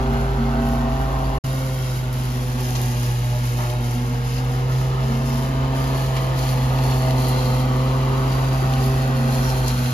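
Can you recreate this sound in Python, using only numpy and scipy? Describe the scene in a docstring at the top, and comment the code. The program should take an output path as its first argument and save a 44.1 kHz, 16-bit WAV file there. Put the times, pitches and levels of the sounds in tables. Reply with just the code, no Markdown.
"""A fenced backyard: a corded electric mower is pushed through tall grass a few metres away.
Its two-tipped blade hums at the blade-pass frequency, slows under load and churns air in the deck.
Cut stalks fizz and crack, stems rasp on the deck, clumps whoosh down the chute and chips tick on the blade.
Farther off a string trimmer whines and a six-cylinder engine drones. The sound drops out once, briefly."""
import sys
import numpy as np
from scipy import signal
from scipy.fft import rfft, irfft, next_fast_len
from scipy.io import wavfile
from scipy.ndimage import uniform_filter1d

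SR = 44100
rng = np.random.default_rng(int(sys.argv[2]) if len(sys.argv) > 2 else 0)


def unload_audio(sound):
    """Save the sound as a 16-bit wav file, at the path given as the first command line argument."""
    columns = np.transpose(np.atleast_2d(sound))
    # keep every value between -1 and 1, then stretch to whole-number steps
    steps = np.round(np.clip(columns, -1, 1) * 32767)
    wavfile.write(sys.argv[1], SR, steps.astype(np.int16))


N = 437913
T = np.arange(N) / SR
FFT_SIZE = next_fast_len(N)
FFT_HZ = np.fft.rfftfreq(FFT_SIZE, 1 / SR)


def amp(db):
    """Decibels as an amplitude ratio."""
    return 10 ** (np.asarray(db) / 20)


def unit(x):
    """Normalisation to rms 1."""
    return x / np.sqrt(np.mean(x ** 2) + 1e-20)


def follow(rows, t=T):
    """Linear interpolation in time, one curve for each column after the first."""
    times, *columns = np.transpose(rows)
    return [np.interp(t, times, column) for column in columns]


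def at_hz(points, hz=FFT_HZ):
    """Interpolation on a logarithmic frequency axis."""
    point_hz, values = np.transpose(points)
    return np.interp(np.log(hz + 1), np.log(point_hz), values)


def filtered(x, response):
    """Linear filtering: the spectrum is multiplied by a frequency response."""
    return irfft(rfft(x, FFT_SIZE) * response, FFT_SIZE)[..., :N]


def coloured(x, spectrum):
    """Spectral shaping by a curve in dB, normalised to rms 1."""
    return unit(filtered(x, amp(at_hz(spectrum))))


def wander(corner_hz):
    """A slow random fluctuation: low-passed noise of rms about 1."""
    grid = np.linspace(0, T[-1], 2000)
    hz = np.fft.rfftfreq(len(grid), grid[1])
    slow = irfft(rfft(rng.standard_normal(len(grid))) / (1 + (hz / corner_hz) ** 2))
    return np.interp(T, grid, unit(slow))


def burst(start, length, attack_s, release_s):
    """An envelope with a linear attack and, after its length, an exponential decay."""
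    rise = np.clip((T - start) / attack_s, 0, 1)
    return rise * np.exp(-np.maximum(T - start - length, 0) / release_s)


def tone(cycles, db, flutter):
    """One partial, modulated in amplitude and phase by the moving air."""
    phase = 2 * np.pi * (cycles + rng.random())
    in_phase = (1 + flutter * wander(8.5)) * np.cos(phase)
    quadrature = flutter * wander(7.6) * np.sin(phase)
    return np.sqrt(2) * amp(db) * (in_phase + quadrature)


def ringing(drive, events, attack_s, release_s):
    """Forced resonance: each event passes the drive through one band, under its own envelope."""
    out = np.zeros((2, N))
    for start, length, db, hz, width_hz in events:
        part = slice(round(start * SR), round((start + length + 0.2) * SR))
        band = signal.butter(1, [hz - width_hz / 2, hz + width_hz / 2], "bandpass", fs=SR)
        ring = signal.lfilter(*band, signal.lfilter(*band, drive[:, part]))
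        out[:, part] += amp(db) * unit(ring) * burst(start, length, attack_s, release_s)[part]
    return out


def blade_hum(passes, rush_db, load):
    """Periodic forcing by two blade tips gives a harmonic series; load makes the overtones flutter."""
    # the fundamental, louder as the mower nears: (time [s], level [dB])
    fundamental = [(0.0, -25), (1.38, -26.5), (1.44, -23), (2.08, -24), (3.3, -21), (3.86, -23),
                   (4.46, -22), (4.68, -20), (5.26, -22), (6.22, -22), (6.8, -19), (8.16, -20),
                   (8.94, -19.5), (9.92, -21.5)]
    # harmonics: (blade-pass multiple, level relative to the rush [dB], gain with load [dB])
    overtones = [(2, -3.5, -2), (3, -10, 4), (4, -13, 7), (5, -9.5, 2.5), (6, -16.5, 4), (7, -16, 3)]
    # swells and dips as the deck turns: (centre [s], half length [s], blade-pass multiple, gain [dB])
    swells = [(.23, .07, 2, -15), (1.63, 0.14, 2, 6.5), (1.923, .14, 2, -9), (2.45, 0.2, 2, 10),
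              (3.2, 0.16, 2, -2), (4.2, 0.33, 2, 5), (4.9, 0.19, 2, -13), (5.68, 0.35, 2, 4),
              (6.19, 0.13, 2, -20), (7.553, 0.69, 2, 2.5), (.2, 0.46, 3, 9.5), (2.687, 0.14, 3, 7),
              (3.68, 0.12, 3, 3.5), (4.3, 0.16, 3, -15), (4.92, .3, 3, 5.5), (6.498, 0.25, 3, -9),
              (8.1, 0.21, 3, 6.5), (8.896, 0.082, 3, 9.5), (.85, .25, 4, -7), (1.68, 0.21, 4, 10),
              (4.17, 0.31, 4, -18), (6.002, 0.61, 4, 3.5), (7.8, 0.67, 4, 7.5), (9.253, 0.37, 4, 7.5),
              (0.384, 0.083, 5, -13), (.85, 0.78, 5, 6.5), (3.352, 0.098, 5, 6), (4.5, 0.54, 5, -3),
              (5.85, 0.64, 5, 4), (7.104, 0.14, 5, 6.5), (7.485, .11, 5, -6), (9.1, 0.62, 5, 3),
              (0, 0.17, 6, 9), (.87, 0.56, 6, 11.5), (2.723, 0.13, 6, 9), (3.65, 0.27, 6, 8),
              (7, .25, 6, 5.5), (8.78, .18, 6, 11.5)]
    # weaker shaft orders: (blade-pass multiple, level relative to the rush [dB], gain at full load [dB])
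    shaft_orders = [(.5, -8, -1.5), (1.5, -18.5, -4), (8, -16.5, -6), (9, -14.5, -6)]
    hum = tone(passes, follow(fundamental)[0], flutter=0.05)
    for k, order_db, load_db in overtones:
        swell_db = sum(gain_db * np.exp(-((T - centre) / half_s) ** 2)
                       for centre, half_s, multiple, gain_db in swells if multiple == k)
        waver_db = (1 + 2.6 * load ** 2) * wander(4.8)
        loading_db = load_db * load - 1.6 * load ** 2
        db = rush_db + order_db + loading_db + swell_db + waver_db - 0.4
        hum += tone(k * passes, db, flutter=k * (0.03 + 0.1 * load ** 2))
    for multiple, order_db, load_db in shaft_orders:
        hum += tone(multiple * passes, rush_db + order_db + load_db * load, flutter=0.63)
    return hum


def air_rush(passes, rush_db, load):
    """Turbulence noise pulses as each tip sweeps past the chute; packed grass evens out the pulses."""
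    # churned air: (frequency [Hz], relative spectral level [dB])
    spectrum = [(60, -20), (200, 1), (340, 3), (430, 0.5), (570, -2.2), (750, 0), (950, -0.5), (1150, -6.5),
                (1350, -4), (1720, -14), (3000, -21.5), (8000, -43)]
    pulses = 0.35 * np.cos(2 * np.pi * passes) + 0.12 * np.cos(4 * np.pi * passes)
    turbulence = rng.standard_normal((2, N)) * (1 + (1 - 1.2 * load) * pulses)
    return coloured(turbulence, spectrum) * amp(rush_db + 0.92 + wander(12))


def deck_roar(centre_hz=1040, edge_ratio=1.117):
    """Cavity resonance: churned air resounds in the hollow of the deck."""
    # the roar, strongest when the chute faces the listener: (time [s], level [dB])
    levels = [(0, -41), (1.38, -40), (1.44, -64), (4.7, -51), (7, -40.5), (8.1, -33.5), (8.7, -40),
              (9.93, -45)]
    band = signal.butter(2, [centre_hz / edge_ratio, centre_hz * edge_ratio], "bandpass", fs=SR)
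    return unit(signal.lfilter(*band, rng.standard_normal((2, N)))) * amp(follow(levels)[0])


def cutting_level(thin_grass_db=-53.5):
    """Incoherent sources add in power: tufts and the thin grass between give the cutting level in dB."""
    # tufts pushed into the blade: (start [s], length [s], relative level [dB])
    tufts = [(0.08, 0.14, -52), (0.6, 0.15, -49), (0.87, 0.43, -51.5), (1.377, 0.52, -44),
             (1.81, 0.19, -45.5), (2.098, 0.44, -44.5), (2.556, 0.24, -40.5), (2.78, 0.29, -41.5),
             (2.988, 0.41, -44.5), (3.397, 0.31, -42.5), (3.8, 0.18, -43.5), (4.018, 0.16, -49.5),
             (4.215, 0.16, -44.5), (4.457, 0.094, -47), (4.67, 0.16, -46), (4.987, 0.23, -48.5),
             (5.23, 0.2, -44), (5.722, 0.17, -44), (5.913, 0.14, -42.5), (6.115, 0.12, -45.5),
             (6.334, 0.19, -41), (6.55, 0.38, -46), (6.79, 0.31, -42.5), (7.14, 0.17, -40.5),
             (7.338, 0.25, -42.5), (7.69, 0.59, -49), (8.26, 0.61, -45), (8.772, 0.27, -44.5),
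             (9.116, 0.22, -44.5), (9.278, 0.32, -40.5), (9.611, 0.31, -40.5)]
    power = sum((amp(db) * burst(start, length, attack_s=0.048, release_s=0.091)) ** 2
                for start, length, db in tufts)
    return 10 * np.log10(amp(thin_grass_db) ** 2 + power)


def deck_whirr(passes, cutting_db):
    """Cooling air and clippings scour the plastic deck; their broadband noises add in power."""
    # scouring between tufts: (time [s], relative level [dB])
    scouring = [(0, -39.5), (1.5, -40.5), (4.8, -39), (6.5, -36.5), (8, -36.5), (9.93, -37)]
    # the scoured deck: (frequency [Hz], relative spectral level [dB])
    spectrum = [(500, -28), (1000, -13), (1500, -1), (1900, -0.5), (2800, -0.5), (3800, -3), (4700, -5.5),
                (5600, -10), (7500, -12), (10000, -34), (16000, -18)]
    strength = np.hypot(amp(follow(scouring)[0]), amp(cutting_db + 0.5))
    scour = rng.standard_normal((2, N)) * (1 + 0.1 * np.cos(2 * np.pi * passes))
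    return coloured(scour, spectrum) * strength * amp(-2 + 0.5 * wander(24))


def shredding(passes, cutting_db, stalks_per_s=3000):
    """Shot noise: cut stalks click over a hiss, louder at each pass, and one tip bites harder."""
    # the fizz of cutting: (frequency [Hz], relative spectral level [dB])
    spectrum = [(800, -12), (2500, 0), (5000, 4.5), (7000, 5.5), (7800, -0.5), (9200, 6), (12000, 1),
                (13300, 2), (15700, 1)]
    bite = 1 + 0.12 * np.cos(2 * np.pi * passes) + 0.047 * np.cos(np.pi * passes)
    sizes = amp(3 * np.minimum(rng.exponential(1, (2, N)), 5))
    signs = rng.choice([-1, 1], (2, N))
    clicks = unit(sizes * signs * (rng.random((2, N)) < stalks_per_s / SR))
    hiss = 0.73 * rng.standard_normal((2, N))
    fizz = coloured((clicks + hiss) * bite, spectrum)
    clumps_db = 0.9 * wander(55)
    return fizz * amp(cutting_db + 4 + clumps_db)


def stalk_snaps(edge_ratio=1.36):
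    """Damped transients: thick stalks crack against the deck, each a decaying band of noise."""
    # stalks and twigs hit by the blade: (time [s], relative level [dB], decay [s], centre [Hz])
    snaps = [(2.75, -34.5, 0.018, 3900), (3.699, -34.5, 0.0037, 2700), (6.163, -33.5, 0.018, 2200),
             (6.389, -37, 0.0053, 3970), (6.433, -39, 0.008, 4040), (6.488, -37, 0.009, 4200),
             (6.786, -34, 0.0042, 2900), (7.107, -34, 0.0039, 3200), (7.28, -37, .02, 11000),
             (8.316, -38, 0.012, 3214), (8.736, -32, .004, 3020), (8.84, -37, 0.0045, 3517),
             (9.501, -31, .003, 4440), (9.681, -26, 0.0031, 6100), (9.701, -34, .008, 3000),
             (9.859, -33, 0.0046, 3000)]
    out, t = np.zeros((2, N + SR)), np.arange(SR // 5) / SR
    for time, db, decay_s, hz in snaps:
        band = signal.butter(1, [hz / edge_ratio, hz * edge_ratio], "bandpass", fs=SR)
        crack = unit(signal.lfilter(*band, rng.standard_normal((2, len(t)))))
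        envelope = np.exp(-t / decay_s) * (1 - np.exp(-8 * t / decay_s))  # long cracks rise more slowly
        start = round(time * SR)
        out[:, start:start + len(t)] += amp(db + 7) * envelope * crack
    return out[:, :N]


def stem_rasps(passes, stems_per_s=1800):
    """Impact excitation: a random train of stems rings the deck, hardest once per turn of the shaft."""
    # coarse stems on the deck: (start [s], length [s], level [dB], resonance [Hz], bandwidth [Hz])
    rasps = [(1.235, .025, -47, 4600, 300), (2.735, 0.39, -52, 2730, 420), (3.43, 0.37, -52, 2660, 420),
             (4.301, .09, -44.5, 4550, 1500), (4.318, .07, -44, 2700, 450), (7.235, 0.23, -42, 4100, 2100),
             (8.83, 0.033, -42, 11500, 4500), (9.42, 0.094, -39.5, 5510, 1300),
             (9.653, 0.044, -37, 5200, 4200)]
    strikes = rng.standard_normal((2, N)) * (rng.random((2, N)) < stems_per_s / SR)
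    chop = 1 + 0.31 * np.cos(np.pi * passes)
    return ringing(strikes * chop, rasps, attack_s=0.014, release_s=0.012)


def chute_surges():
    """Cavity resonance: each clump flung down the chute gives a short, hollow whoosh."""
    # clumps of clippings: (start [s], length [s], level [dB], resonance [Hz], bandwidth [Hz])
    clumps = [(0.762, 0.034, -34, 840, 300), (0.83, .11, -35.5, 910, 280), (1.099, 0.13, -33, 835, 250),
              (1.292, 0.058, -36, 860, 300), (2.743, .07, -36.5, 730, 550),
              (3.583, 0.061, -31.5, 1007, 750), (4.678, .03, -41, 1350, 349), (4.97, .03, -36, 1190, 550),
              (6.15, .025, -34, 1290, 400), (6.854, 0.026, -34, 935, 350), (8.023, 0.15, -37, 1050, 350)]
    return ringing(rng.standard_normal((2, N)), clumps, attack_s=0.0075, release_s=0.034)


def debris_ticks(decay_s=0.0019):
    """A brief impact has a broad spectrum: hard chips tick against the blade with almost no tail."""
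    # chips striking the blade: (time [s], relative level [dB])
    chips = [(0.6875, -36), (2.1297, -36), (2.139, -35), (2.816, -25), (2.8315, -32), (3.4545, -35)]
    # the colour of a tick: (frequency [Hz], relative spectral level [dB])
    spectrum = [(1000, -25), (4000, 0), (8000, -10), (12000, 6.5), (15000, -8)]
    out, t = np.zeros((2, N + SR)), np.arange(SR // 50) / SR
    for time, db in chips:
        common = rng.standard_normal(len(t))
        separate = 0.43 * rng.standard_normal((2, len(t)))
        start = round(time * SR)
        out[:, start:start + len(t)] += amp(db) * np.exp(-t / decay_s) * (common + separate)
    return filtered(out[:, :N], amp(4.5 + at_hz(spectrum)))


def cooling_fan():
    """Flow noise: the motor's fan blows a narrow-band rush through its vents, whatever the load."""
    # the fan, loudest when its vents face the listener: (time [s], level [dB])
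    levels = [(0, -36.5), (2, -43.5), (4.8, -41.5), (7.8, -43), (9, -37)]
    # air in the vents: (frequency [Hz], relative spectral level [dB])
    spectrum = [(700, -37), (1220, -3.5), (1570, 1), (2100, -51)]
    return coloured(rng.standard_normal((2, N)), spectrum) * amp(follow(levels)[0])


def string_trimmer(free_hz=240.3, free_db=-48, attack_s=0.0385):
    """A distant whirling line radiates a tone and its octave; under load the tone swells and sags."""
    # the line bites into grass: (start [s], length [s], level [dB], scale of the pitch sag [Hz])
    bites = [(0, 0.14, -26.5, 7), (0.356, 0.49, -25.5, 7), (2.103, 0.87, -39, 16), (2.74, 0.23, -37, 7),
             (3.315, 0.23, -42, 4.5), (3.76, 0.25, -34, 0), (4.038, 0.23, -38.5, 6.5),
             (5.013, 0.37, -30.5, 14), (5.403, 0.48, -38.5, 1.5), (6.563, 0.7, -36, 3.5),
             (7.262, 0.88, -34.5, 3.5), (8.62, 0.64, -34, 2), (9.15, 0.24, -28.5, 8),
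             (9.647, 0.22, -30.5, -1)]
    # the second harmonic: (time [s], level [dB])
    octave = [(0, -84), (3.7, -49), (4.15, -40), (5.1, -41.5), (5.7, -45.5), (7.8, -40), (8.6, -53),
              (9.93, -43)]
    hz, power = free_hz, amp(free_db) ** 2
    for start, length, db, sag_hz in bites:
        hz = hz - sag_hz * burst(start, 0, attack_s, release_s=0.25)
        power = power + (amp(db) * burst(start, length, attack_s, release_s=0.099)) ** 2
    cycles = np.cumsum(hz + 0.674 * wander(2.44)) / SR
    fundamental = tone(cycles, 10 * np.log10(power), flutter=0.2)
    return fundamental + tone(2 * cycles, follow(octave)[0], flutter=0.21)


def distant_engine(cylinders=6):
    """Only low exhaust orders carry this far; unequal cylinders add sidebands that beat as a throb."""
    # the running engine: (time [s], firing rate [Hz], level [dB])
    running = [(0, 52.2, -23), (1.38, 51.8, -24), (1.44, 52.6, -31.5), (8.95, 52.5, -29), (9.2, 48, -35),
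               (9.4, 49.9, -29), (9.7, 53.2, -26.5), (9.93, 58, -38)]
    # exhaust orders: (multiple of the six-firing cycle, relative level [dB])
    orders = [(5, -34), (6, -0.5), (7, -17.5), (8, -21.5), (11, -24), (12, -21)]
    firing_hz, db = follow(running)
    cycles = np.cumsum(firing_hz) / SR / cylinders
    return sum(tone(k * cycles, db + order_db, flutter=0.033) for k, order_db in orders)


def rumble(level_db=-36.5):
    """Stationary low-frequency noise lies behind the machines."""
    # the background: (frequency [Hz], relative spectral level [dB])
    spectrum = [(20, -16), (40, -30), (60, -13), (100, -4), (150, -4.5), (190, -6.5), (300, -12),
                (500, -25), (1000, -27), (3000, -72)]
    return amp(level_db) * coloured(rng.standard_normal((2, N)), spectrum)


def partial_coherence(noise):
    """Direct and scattered noise mix into left and right; the longest waves reach both alike."""
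    # likeness of left and right: (frequency [Hz], correlation, taken as 0 where negative)
    likeness = [(300, 0.37), (600, 0.35), (1500, 0.97), (2500, 0.61), (4500, 0.38), (6500, -0.2), (7800, 1),
                (16000, 1)]
    direct, scattered = noise
    scattered_share = (1 - np.clip(at_hz(likeness), 0, 1)) / 2 * np.minimum(FFT_HZ / 250, 1) ** 2
    mid = filtered(direct, np.sqrt(1 - scattered_share))
    side = filtered(scattered, np.sqrt(scattered_share))
    return np.array([mid + side, mid - side])


def deck_beams(hz, t, cutting_db, turn_s=0.24, width_hz=270):
    """Directivity: the deck beams a bright band to each side, flaring with each tuft; gains in dB."""
    # the band at each heading: (start [s], left centre [Hz], right centre [Hz], base gain [dB])
    headings = [(0, 4800, 4750, 3), (1.44, 5220, 5050, 2), (2.4, 5200, 6400, 2.5), (4.1, 5160, 6440, 7),
                (5.4, 5230, 3100, 2), (5.85, 4400, 4450, 3), (7.05, 4410, 4230, 4.5), (8.2, 4800, 4400, 4),
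                (9.1, 4200, 4300, 2)]
    starts, *columns = np.transpose(headings)
    held = np.array(columns)[:, np.searchsorted(starts[1:], t)]
    left_hz, right_hz, base_db = uniform_filter1d(held, size=round(turn_s / t[1]), axis=1)
    flare_db = 0.67 * np.interp(t, T, cutting_db)
    peak_db = np.maximum(base_db + flare_db - flare_db.mean(), 0)
    return [peak_db * np.exp(-((hz - centre_hz) / width_hz) ** 2) for centre_hz in (left_hz, right_hz)]


def deck_resonances(hz, t, main_db=1.5, main_width_hz=210):
    """The modes of the plastic deck put peaks and hollows in the spectrum; gain in dB."""
    # the main resonance shifts as the mower turns and tilts: (time [s], frequency [Hz])
    main_mode = [(0, 2900), (2.1, 3220), (3.3, 2800), (4.3, 2640), (6.1, 3130), (7.6, 3000), (8.4, 2680)]
    # stationary peaks and hollows: (frequency [Hz], width [Hz], gain [dB])
    modes = [(2050, 200, 0.5), (2350, 130, -1.5), (3560, 120, -2.5)]
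    moving_db = main_db * np.exp(-((hz - follow(main_mode, t)[0]) / main_width_hz) ** 2)
    return moving_db + sum(db * np.exp(-((hz - mode_hz) / width) ** 2) for mode_hz, width, db in modes)


def deck_and_yard(pair, cutting_db, reflections=5):
    """Comb filtering: the deck colours the noise, and echoes that drift as the mower moves interfere."""
    # each close reflection; grass absorbs the highest treble: (frequency [Hz], amplitude ratio)
    reflectance = [(200, .1), (900, .18), (6500, .2), (8500, .03)]
    hz, t, spectra = signal.stft(pair, SR, nperseg=1024)
    hz = hz[:, None]
    strength = at_hz(reflectance, hz)
    deck_db = deck_resonances(hz, t)
    channels = []
    for spectrum, beam_db in zip(spectra, deck_beams(hz, t, cutting_db)):
        paths = 1  # the direct sound
        for delay_s in np.geomspace(0.0011, 0.0055, reflections):
            drift_s = 0.00015 * np.interp(t, T, wander(0.26))
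            paths = paths + strength * np.exp(-2j * np.pi * hz * (delay_s + drift_s))
        comb = paths / np.sqrt(1 + reflections * strength ** 2)
        channels.append(spectrum * amp(deck_db + beam_db) * comb)
    return signal.istft(np.array(channels), SR, nperseg=1024)[1][:, :N]


def stereo_image(pair):
    """Left and right differ in level and phase, and the differences vary with frequency; in the treble the
    phase difference swings widely."""
    # level difference: (frequency [Hz], left minus right [dB])
    balance = [(250, -.8), (550, -.2), (1000, 0), (1400, -2.2), (2100, 2), (4900, 2.8), (6300, -.3),
               (7800, 0)]
    # phase difference: (frequency [Hz], lead of the left [rad])
    lead = [(140, 0), (500, .45), (950, .9), (1300, 2.1), (1600, 3.1), (1800, .3), (3200, 1), (5000, .5),
            (5700, -1.2), (6900, -1.2), (7800, -3.1), (8900, -3.2), (11000, -6.25), (12900, -6.3),
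            (14500, -9.4)]
    sides = np.array([[0.5], [-0.5]])
    return filtered(pair, amp(sides * at_hz(balance)) * np.exp(1j * sides * at_hz(lead)))


def scene():
    """Superposition: one blade rotation paces hum, rush and cutting; machines and rumble lie behind."""
    # the motor slows in thick grass: (time [s], blade-pass frequency [Hz])
    blade_speed = [(0.0, 130.7), (0.6, 132.8), (1.62, 131.5), (1.96, 126.7), (2.6, 125.7), (3.16, 121.4),
                   (3.44, 122.4), (3.84, 121.5), (4.74, 129.5), (5.25, 131.5), (5.8, 132.5), (6.66, 129.0),
                   (6.79, 130.2), (7.54, 128.0), (8.08, 131.5), (9.34, 131.2), (9.92, 126.2)]
    # air churned in the deck: (time [s], relative level [dB])
    rush_levels = [(0.0, -30), (0.36, -32.5), (0.64, -31), (1.38, -32.5), (1.44, -35), (2.0, -38),
                   (2.74, -36.5), (3.64, -38.5), (3.98, -37), (5.54, -32), (5.72, -31), (6.02, -31.5),
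                   (7.08, -30), (9.1, -31.5), (9.48, -30.5), (9.92, -37)]
    pass_hz, rush_db = follow(blade_speed)[0], follow(rush_levels)[0]
    cutting_db = cutting_level()
    load = (pass_hz.max() - pass_hz) / np.ptp(pass_hz)  # 0 at the fastest, 1 at the slowest
    jitter = (0.00099 + 0.00324 * load) * wander(7.48)
    passes = np.cumsum(pass_hz * (1 + jitter)) / SR
    tones = blade_hum(passes, rush_db, load) + string_trimmer() + distant_engine()
    noise = rumble() + air_rush(passes, rush_db, load) + deck_roar()
    noise += deck_whirr(passes, cutting_db) + shredding(passes, cutting_db) + stalk_snaps()
    noise += cooling_fan() + stem_rasps(passes) + chute_surges()
    return stereo_image(tones + deck_and_yard(partial_coherence(noise), cutting_db)) + debris_ticks()


def record(dry):
    """Gating and band limiting: one brief silent gap, then a low-pass filter."""
    gap_start_s, gap_end_s, cutoff_hz = 1.383, 1.441, 15680
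    live = (T < gap_start_s) | (T > gap_end_s)
    gate = uniform_filter1d(live.astype(float), size=260)
    low_pass = signal.firwin(511, cutoff_hz, window=("kaiser", 9), fs=SR)
    return signal.oaconvolve(dry * gate, low_pass[None], "same")


dry = scene()
out = record(dry)
unload_audio(out)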